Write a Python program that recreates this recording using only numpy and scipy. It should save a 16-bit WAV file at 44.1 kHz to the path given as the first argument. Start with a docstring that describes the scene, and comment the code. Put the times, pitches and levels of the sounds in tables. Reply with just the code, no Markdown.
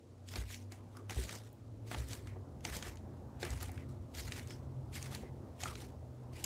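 """Indoors, on carpeted wooden stairs, with a hand-held microphone close to the climber's feet.
At first an engine outside speeds up and the climb begins: soles brush the pile as swelling grainy noise,
crunch it in bursts of noise, and knock, rub and thump the stairs as ringing modes and gliding noise.
After two seconds the engine changes gear and drones on, wavering sines dulled by the walls.
The steps go on to the end, over filtered noise from outdoors, faint house tones and hiss."""
import sys
import numpy as np
from scipy import signal
from scipy.fft import rfft, irfft
from scipy.io import wavfile
from scipy.ndimage import uniform_filter1d

SR = 44100
rng = np.random.default_rng(int(sys.argv[2]) if len(sys.argv) > 2 else 0)


def inscribe(sig):
    """Save sig as 16-bit PCM at rate SR to the path in sys.argv[1].

    A 1-D sig is mono; a 2-D sig holds one channel per row.
    Samples are clipped to [-1, 1] before scaling.
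    """
    pcm = np.round(np.clip(np.atleast_2d(sig).T, -1, 1) * 32767)
    wavfile.write(sys.argv[1], SR, pcm.astype(np.int16))


N = 284445  # samples, about 6.45 s


# Colour of fibres slipping under a sole, close by: frequency_hz, relative density_db (per Hz)
PILE_COLOUR = [(300, 4), (1200, 10.5), (2000, 18.5), (4000, 10), (8000, 2), (11000, -5), (16000, -14)]


def brush():
    """Fibres slipping under the sole: grainy, patchy noise, blended from a dull and a bright colour."""
    grain_db = 2.0 * drift(N, 0.0054) + 1.04 * drift(N, 0.00047)
    # single tufts letting go, about 110 a second
    tufts = (rng.random(N) < 110 / SR) * np.minimum(rng.exponential(0.65, N), 1.8)
    crackles = signal.lfilter([1], [1, -np.exp(-1 / (0.00083 * SR))], tufts)
    grains = evened((gain_of(grain_db) + crackles) * rng.standard_normal(N))
    fibres = patchy(grains, 2.5, frames=20, bins=5)
    dull = coloured(fibres, PILE_COLOUR, tilt_db=-5)
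    bright = coloured(fibres, PILE_COLOUR, tilt_db=5)
    dull_gain, bright_gain = strokes()
    return dull_gain * dull + bright_gain * bright


# Strokes of a sole over the pile:
# full_strength_s, level_db, rise_s, hold_s, tilt_db (per octave, sets the dull and bright shares)
SOLE_STROKES = [(0.283, -55, 0.046, 0.052, 3), (0.369, -40.5, 0.15, 0.0039, -1),
                (0.525, -50, 0.2, 0.0028, 6), (0.718, -51.5, 0.055, .003, -2),
                (0.96, -69, 0.27, 0.013, 4.5), (1.097, -44.5, 0.019, 0.022, -0.4),
                (1.163, -44.5, 0.1, 0.077, 0.7), (1.328, -41.5, 0.2, .003, 0),
                (1.456, -58.5, 0.055, .003, 0), (1.87, -53.5, .04, .04, 0.5),
                (1.915, -41.5, 0.014, 0.023, -1.5), (1.986, -49, 0.22, 0.024, 0.5),
                (2.125, -43, 0.19, .003, 0.7), (2.273, -56, 0.067, 0.0046, -2),
                (2.647, -44, 0.024, 0.047, -0.5), (2.753, -39, 0.14, .003, 0),
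                (2.857, -41.5, 0.14, 0.003, -0.8), (3.405, -52.5, 0.027, 0.019, 2),
                (3.447, -42.5, 0.12, 0.015, -2.5), (3.505, -50, 0.14, 0.044, 1),
                (3.614, -43, 0.097, 0.0074, 0), (3.745, -58, 0.63, 0.052, -1.5),
                (3.894, -61.5, 0.034, .005, 0.5), (4.147, -49.5, 0.04, 0.018, 2),
                (4.184, -41.5, 0.07, 0.0025, 1.5), (4.26, -50.5, 0.28, 0.019, 0),
                (4.379, -43.5, 0.27, 0.0039, -0.5), (4.506, -50.5, 0.14, 0.0037, 0),
                (4.934, -53.5, 0.045, 0.025, 5), (4.961, -43.5, 0.066, .003, 0.1),
                (5.022, -50, 0.14, 0.046, 0), (5.131, -47, 0.14, 0.03, -0.1),
                (5.606, -48.5, 0.067, 0.019, 1.5), (5.63, -44.5, 0.053, 0.056, 0),
                (5.821, -48.5, 0.45, 0.0028, 0), (6.342, -58, 0.048, 0.12, 6),
                (6.449, -38.5, 0.022, 0.0026, -2)]
RISE_DB, FALL_DB_PER_S = 41.5, 210  # climb over one rise time; pace of every fade
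CLOTHES_DB = -74.5  # faint constant rustle under the strokes


def strokes():
    """Pressure on the pile: each stroke climbs, holds and fades, split into a dull and a bright share."""
    t = np.arange(N) / SR
    power = np.full((2, N), gain_of(CLOTHES_DB) ** 2 / 4)
    for full_s, level_db, rise_s, hold_s, tilt_db in SOLE_STROKES:
        before_db = np.maximum(RISE_DB * (full_s - t) / max(rise_s, 0.005), 0)
        after_db = FALL_DB_PER_S * np.maximum(t - full_s - abs(hold_s), 0)
        bright = np.clip(0.5 + tilt_db / 10, 0, 1)
        shares = np.array([[1 - bright], [bright]])
        power += (shares * gain_of(level_db - before_db - after_db)) ** 2
    return np.sqrt(power)


# Colour of snapping pile, close by: frequency_hz, relative density_db (per Hz)
SNAP_COLOUR = [(500, -27.5), (1200, -10), (2200, 2.5), (4000, 2.5), (7000, 4.5), (11000, -7.5),
               (16000, -20)]
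# Crunches underfoot: start_s (approximate), peak_db (approximate, rms at the crest), tilt_db (per octave)
PILE_CRUNCHES = [(0.2877, -47.5, -1), (0.338, -45.5, -10.5), (0.3576, -39, -6.5), (0.504, -48.5, -14),
                 (0.5443, -44.5, -1.5), (0.722, -48.5, 0), (0.970, -51, 10), (1.0969, -41.5, -9.5),
                 (1.107, -43, 0), (1.238, -47, 4), (1.293, -42.5, -3.5), (1.353, -46.5, 3),
                 (1.529, -50, 29.5), (1.9143, -36.5, -10), (1.9463, -38.5, -13), (2.087, -48.5, 11),
                 (2.132, -41.5, -0.5), (2.273, -52.5, -7.5), (2.608, -59, -2), (2.651, -35, -5),
                 (2.769, -44, 2.1), (2.8258, -40, -6.5), (2.958, -59, 3), (2.972, -54, -4),
                 (3.4298, -36, -10), (3.4506, -44.5, 6), (3.505, -44.5, 3), (3.604, -52, -4),
                 (3.628, -42, 11), (3.693, -46.5, -13), (3.717, -52, 15), (3.778, -47, -10.5),
                 (4.150, -47, -2.5), (4.3215, -37.5, -5.5), (4.395, -46.5, -6.5), (4.474, -52, 0),
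                 (4.507, -46, -7), (5.027, -42.5, 1.5), (5.149, -41, 2), (5.6356, -37, -1.5),
                 (5.7548, -45, -5), (6.4415, -32.5, 5)]
CRUNCH_S, LONGER_DB = 0.00397, 0.28  # length scale of a -41 dB crunch; dB longer for each dB louder


def crunch(start_s, peak_db, tilt_db):
    """A few milliseconds of packed snaps, each burst with its own lumpy colour and a short tail."""
    t = np.arange(3000) / SR
    length_s = CRUNCH_S * gain_of(LONGER_DB * (peak_db + 41))
    u = 3 * t / length_s  # the burst crests at u = 1
    tail = 0.084 * gain_of(-60 * t / 0.4) * np.minimum(u, 1)
    burst = u * np.exp(1 - u) + tail
    lumpy = patchy(rng.standard_normal(len(t)), 2.57, frames=20, bins=4)
    snaps = coloured(burst * lumpy, SNAP_COLOUR, tilt_db)
    levelled = snaps * np.linalg.norm(burst) / np.linalg.norm(snaps)
    return start_s - CRUNCH_S / 4, gain_of(peak_db) * levelled


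# Weight landing on the stair frame:
# start_s (approximate), peak_db (lower swing, rms at the crest), t60_s, pitch_hz
FRAME_THUMPS = [(0.375, -38.5, 0.34, 59.2), (1.165, -33.5, 0.24, 63.2), (1.974, -38.5, 0.36, 66),
                (2.7, -45, 0.27, 64), (2.859, -46, 0.33, 60), (3.499, -38, 0.28, 64),
                (4.243, -45, 0.22, 66.2), (5.68, -46, 0.28, 69)]
UPPER_MODE, UPPER_MODE_DB = 1.85, -11  # second swing of the frame: pitch ratio and level against the first


def thump(start_s, peak_db, t60_s, pitch_hz):
    """The stair frame swings up softly in two modes and dies; its pitch slides up a little."""
    t = np.arange(SR // 2) / SR
    swing = (1 - np.exp(-t / 0.0081)) ** 2 * gain_of(-60 * t / t60_s)
    turns = np.cumsum(pitch_hz * (1 - 0.043 * np.exp(-t / 0.027))) / SR
    lower = np.sin(2 * np.pi * turns)
    upper = gain_of(UPPER_MODE_DB) * np.sin(2 * np.pi * UPPER_MODE * turns)
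    return start_s - 0.01, np.sqrt(2) * gain_of(peak_db) * swing / swing.max() * (lower + upper)


# Ringing modes of a wooden tread: pitch_hz (before a small random detune), t60_s
TREAD_MODES = [(230, 0.095), (370, 0.12), (450, 0.049), (580, 0.023), (740, 0.049), (850, 0.043),
               (1050, 0.015), (1190, 0.039), (1340, 0.027), (1600, 0.012), (1800, 0.015), (2100, 0.0076),
               (2550, 0.022)]
# Knocks on a tread: start_s (approximate), peak_db, spot_hz (near which this spot rings best)
TREAD_KNOCKS = [(0.36, -47, 385), (0.359, -55, 1760), (0.951, -51.5, 1180), (0.970, -49, 1190),
                (1.106, -45, 910), (1.166, -43, 556), (1.186, -38, 388), (1.293, -41, 1800),
                (1.913, -38, 650), (1.945, -38.5, 870), (2.362, -44.5, 526), (2.651, -40, 810),
                (2.865, -41.5, 450), (3.429, -34.5, 527), (3.44, -40.5, 367), (3.452, -38, 1800),
                (3.607, -49, 1550), (3.628, -46, 1145), (3.693, -47.5, 750), (4.492, -46, 360),
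                (5.122, -44, 1050), (5.232, -40, 540), (5.633, -37, 714), (5.636, -41, 2000),
                (5.657, -32.5, 1360), (5.82, -50.5, 860)]


def knock(start_s, peak_db, spot_hz):
    """A padded blow rings the tread; modes near the spot's own pitch ring loudest."""
    t = np.arange(6000) / SR
    signs = rng.choice([-1, 1], len(TREAD_MODES))
    detunes = rng.uniform(0.96, 1.04, len(TREAD_MODES))
    modes = np.zeros(len(t))
    for (hz, t60_s), sign, detune in zip(TREAD_MODES, signs, detunes):
        away_db = 20 * abs(np.log2(hz / spot_hz))
        modes += sign * gain_of(-away_db - 60 * t / t60_s) * np.sin(2 * np.pi * hz * detune * t)
    ring = modes * (1 - np.exp(-t / 0.0021))  # the pile softens the attack
    return start_s - 0.001, gain_of(peak_db) * ring / abs(ring).max()


# Narrow breathy rubs of shoe or tread:
# start_s, length_s, level_db (rms before the swell), start_hz, end_hz, width_hz
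BREATHY_RUBS = [(.962, 0.06, -59.5, 1237, 1128, 109), (2.275, 0.11, -68.5, 2115, 1930, 320),
                (3.775, 0.081, -65, 2230, 1920, 310), (4.496, 0.059, -59.5, 5260, 5190, 250),
                (5.225, .08, -65, 2200, 1880, 500), (5.664, 0.075, -52, 1333, 1163, 115)]


def rub(start_s, length_s, level_db, start_hz, end_hz, width_hz):
    """Noise in one gliding resonance, swelling and fading."""
    count = round(length_s * SR)
    pole = np.exp(-np.pi * width_hz / SR)
    wobble = signal.lfilter([1], [1, -pole], rng.standard_normal((2, count)))
    turn = np.exp(2j * np.pi * np.cumsum(np.linspace(start_hz, end_hz, count)) / SR)
    breath = ((wobble[0] + 1j * wobble[1]) * turn).real
    swell = np.sin(np.pi * np.linspace(0, 1, count) ** 0.4) ** 0.43
    return start_s, gain_of(level_db) * evened(breath) * swell


# Engine outside: time_s, cycle_rate_hz (before a slight waver),
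# level_db (each order, before the walls and a waver), third_order_db (added to the third order)
ENGINE_COURSE = [(0, 46, -68.5, -2), (0.301, 47, -53, 0), (0.701, 49, -53, 3), (1.6, 54.5, -54.5, -5.5),
                 (2.051, 55.5, -48.5, 2), (2.5, 44.5, -54.5, -6), (3.2, 44, -55.5, -6),
                 (3.802, 44, -48.5, -10.5), (4.3, 44, -55, -4.5), (4.8, 44, -54, 6),
                 (5.299, 44, -54.5, 5.5), (5.798, 42.5, -53.5, -5.5), (6.45, 40.64, -55.5, 10.5)]
# Multiples of the cycle rate that are heard indoors
ORDERS_HEARD = (2, 3, 5, 6, 7, 8)
# What the house lets through: frequency_hz, passed_db
WALLS_PASS = [(80, -5), (100, 3), (112, -4.5), (125, -3), (134, -2), (150, -35), (200, -38), (220, -10),
              (245, -14), (265, -11.5), (300, -27.5), (335, -20), (352, -17.5), (375, -34)]


def engine():
    """Wavering low orders of the firing cycle, each as loud as the walls pass its present pitch."""
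    time_s, *columns = np.transpose(ENGINE_COURSE)
    rate_hz, level_db, third_db = (np.interp(np.arange(N) / SR, time_s, c) for c in columns)
    turns = np.cumsum(rate_hz * (1 + 0.00384 * drift(N, 0.093))) / SR
    heard = np.zeros(N)
    for order in ORDERS_HEARD:
        order_db = level_db + read(WALLS_PASS, order * rate_hz) + third_db * (order == 3)
        order_db = order_db + 3.0 * drift(N, 0.08)
        heard += np.sqrt(2) * gain_of(order_db) * np.sin(2 * np.pi * (order * turns + rng.random()))
    return heard


# Outdoor noise through the walls: time_s, rumble_db, murmur_db (road), upper_db (upper part of the murmur)
OUTDOOR_LEVELS = [(0.0, -64.5, -60.5, -75), (0.25, -80, -62, -70.5), (0.8, -81, -59, -66.5),
                  (1.72, -55, -57.5, -69.5), (2.1, -50, -56.5, -65), (3.08, -57.5, -54, -64),
                  (3.25, -55, -55, -61.5), (3.65, -49, -53.5, -63.5), (4.13, -50.5, -57, -64),
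                  (4.71, -48.5, -54, -64.5), (5.55, -53, -52, -63), (5.93, -54, -55.5, -65),
                  (6.45, -56, -54.5, -63)]
# Colours of those three layers, each: frequency_hz, relative density_db (per Hz)
RUMBLE_COLOUR = [(25, -42), (45, -9), (60, 9.5), (100, 10.5), (135, 9), (155, -20), (200, -66)]
MURMUR_COLOUR = [(100, 1.5), (180, -1.5), (250, -0.5), (350, -2.5), (500, -5.5), (650, -13), (1000, -47)]
UPPER_COLOUR = [(400, -21), (600, 1), (900, -2.5), (1500, -14), (3000, -36.5)]
SWELL_DB = 2.5  # depth of the uneven swells in the upper murmur
# Faint tones of the house: pitch_hz, level_db (amplitude, before a small waver)
HOUSE_HUM = [(122, -64), (242, -66.5), (587, -77)]


def background():
    """Rumble and wandering murmur from outdoors, faint hum tones and microphone hiss."""
    time_s, *columns = np.transpose(OUTDOOR_LEVELS)
    t = np.arange(N) / SR
    rumble_db, murmur_db, upper_db = (np.interp(t, time_s, c) for c in columns)
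    rumble = gain_of(rumble_db) * shaped(RUMBLE_COLOUR)
    murmur = gain_of(murmur_db) * patchy(shaped(MURMUR_COLOUR), 2.2, frames=60, bins=2)
    upper = gain_of(upper_db) * patchy(shaped(UPPER_COLOUR), SWELL_DB, frames=70, bins=2)
    hum = sum(gain_of(db + 2.0 * drift(N, 0.02)) * np.sin(2 * np.pi * hz * t) for hz, db in HOUSE_HUM)
    return rumble + murmur + upper + hum + hiss()


# Colour of room and microphone hiss: frequency_hz, relative density_db (per Hz)
HISS_COLOUR = [(800, -7), (2000, 9.5), (4000, 8), (7000, 6), (10000, 1), (13000, -19), (16000, -23)]
HISS_DB = -79


def hiss():
    """Steady faint hiss of room and microphone, as filtered white noise."""
    return gain_of(HISS_DB) * coloured(rng.standard_normal(N), HISS_COLOUR)


def gain_of(db):
    """Decibels to a factor."""
    return 10 ** (np.asarray(db) / 20)


def evened(x):
    """Scales to rms 1."""
    return x / np.sqrt(np.mean(abs(x) ** 2) + 1e-20)


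def read(points, hz):
    """Reads a spectrum on a log-frequency axis."""
    f, value = np.transpose(points)
    return np.interp(np.log(hz + 1), np.log(f + 1), value)


def add(mix, start_s, sound):
    """Mixes a sound in at its start time, cut at the end of the mix."""
    part = mix[round(start_s * SR):][:len(sound)]
    part += sound[:len(part)]


def drift(count, seconds):
    """Slow chance of rms 1: white noise averaged twice over the given time."""
    size = max(round(seconds * SR), 1)
    once = uniform_filter1d(rng.standard_normal(count), size)
    return evened(uniform_filter1d(once, size))


def coloured(x, points, tilt_db=0.):
    """Filters causally: the phase is the Hilbert transform of the log gain; the tilt turns about 4 kHz."""
    hz = abs(np.fft.fftfreq(2048, 1 / SR))
    octaves = np.log2(np.maximum(hz, 200) / 4000)
    log_gain = np.log(gain_of(read(points, hz) + tilt_db * octaves))
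    response = np.exp(np.conj(signal.hilbert(log_gain)))
    taps = np.fft.ifft(response).real[:1024]
    return signal.oaconvolve(x, taps / np.linalg.norm(taps))[:len(x)]


def shaped(points):
    """Steady noise of rms 1 with the given spectrum."""
    gain = gain_of(read(points, np.fft.rfftfreq(N, 1 / SR)))
    return evened(irfft(rfft(rng.standard_normal(N)) * gain, N))


def patchy(x, depth_db, frames, bins):
    """Lifts and lowers random patches of time and frequency."""
    z = signal.stft(x, nperseg=256, noverlap=192)[2]
    field = uniform_filter1d(rng.standard_normal(z.shape), bins, 0)
    field = uniform_filter1d(field, frames, 1)
    gain = gain_of(depth_db * evened(field))
    return signal.istft(z * evened(gain), nperseg=256, noverlap=192)[1][:len(x)]


def scene():
    """Steps close by, over the engine and the background, on one channel."""
    steps = brush()
    contacts = ((PILE_CRUNCHES, crunch), (TREAD_KNOCKS, knock), (BREATHY_RUBS, rub), (FRAME_THUMPS, thump))
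    for table, source in contacts:
        for row in table:
            add(steps, *source(*row))
    return (steps + engine() + background())[None]


def record(dry):
    """The microphone's low cut at 44 Hz, then the band limit at 15.7 kHz."""
    low_cut = signal.butter(5, 44, "high", fs=SR, output="sos")
    cut = signal.sosfilt(low_cut, dry)
    band_limit = signal.firwin(511, 15700, window=("kaiser", 9), fs=SR)
    return signal.oaconvolve(cut, band_limit[None], "same")


dry = scene()
out = record(dry)
inscribe(out)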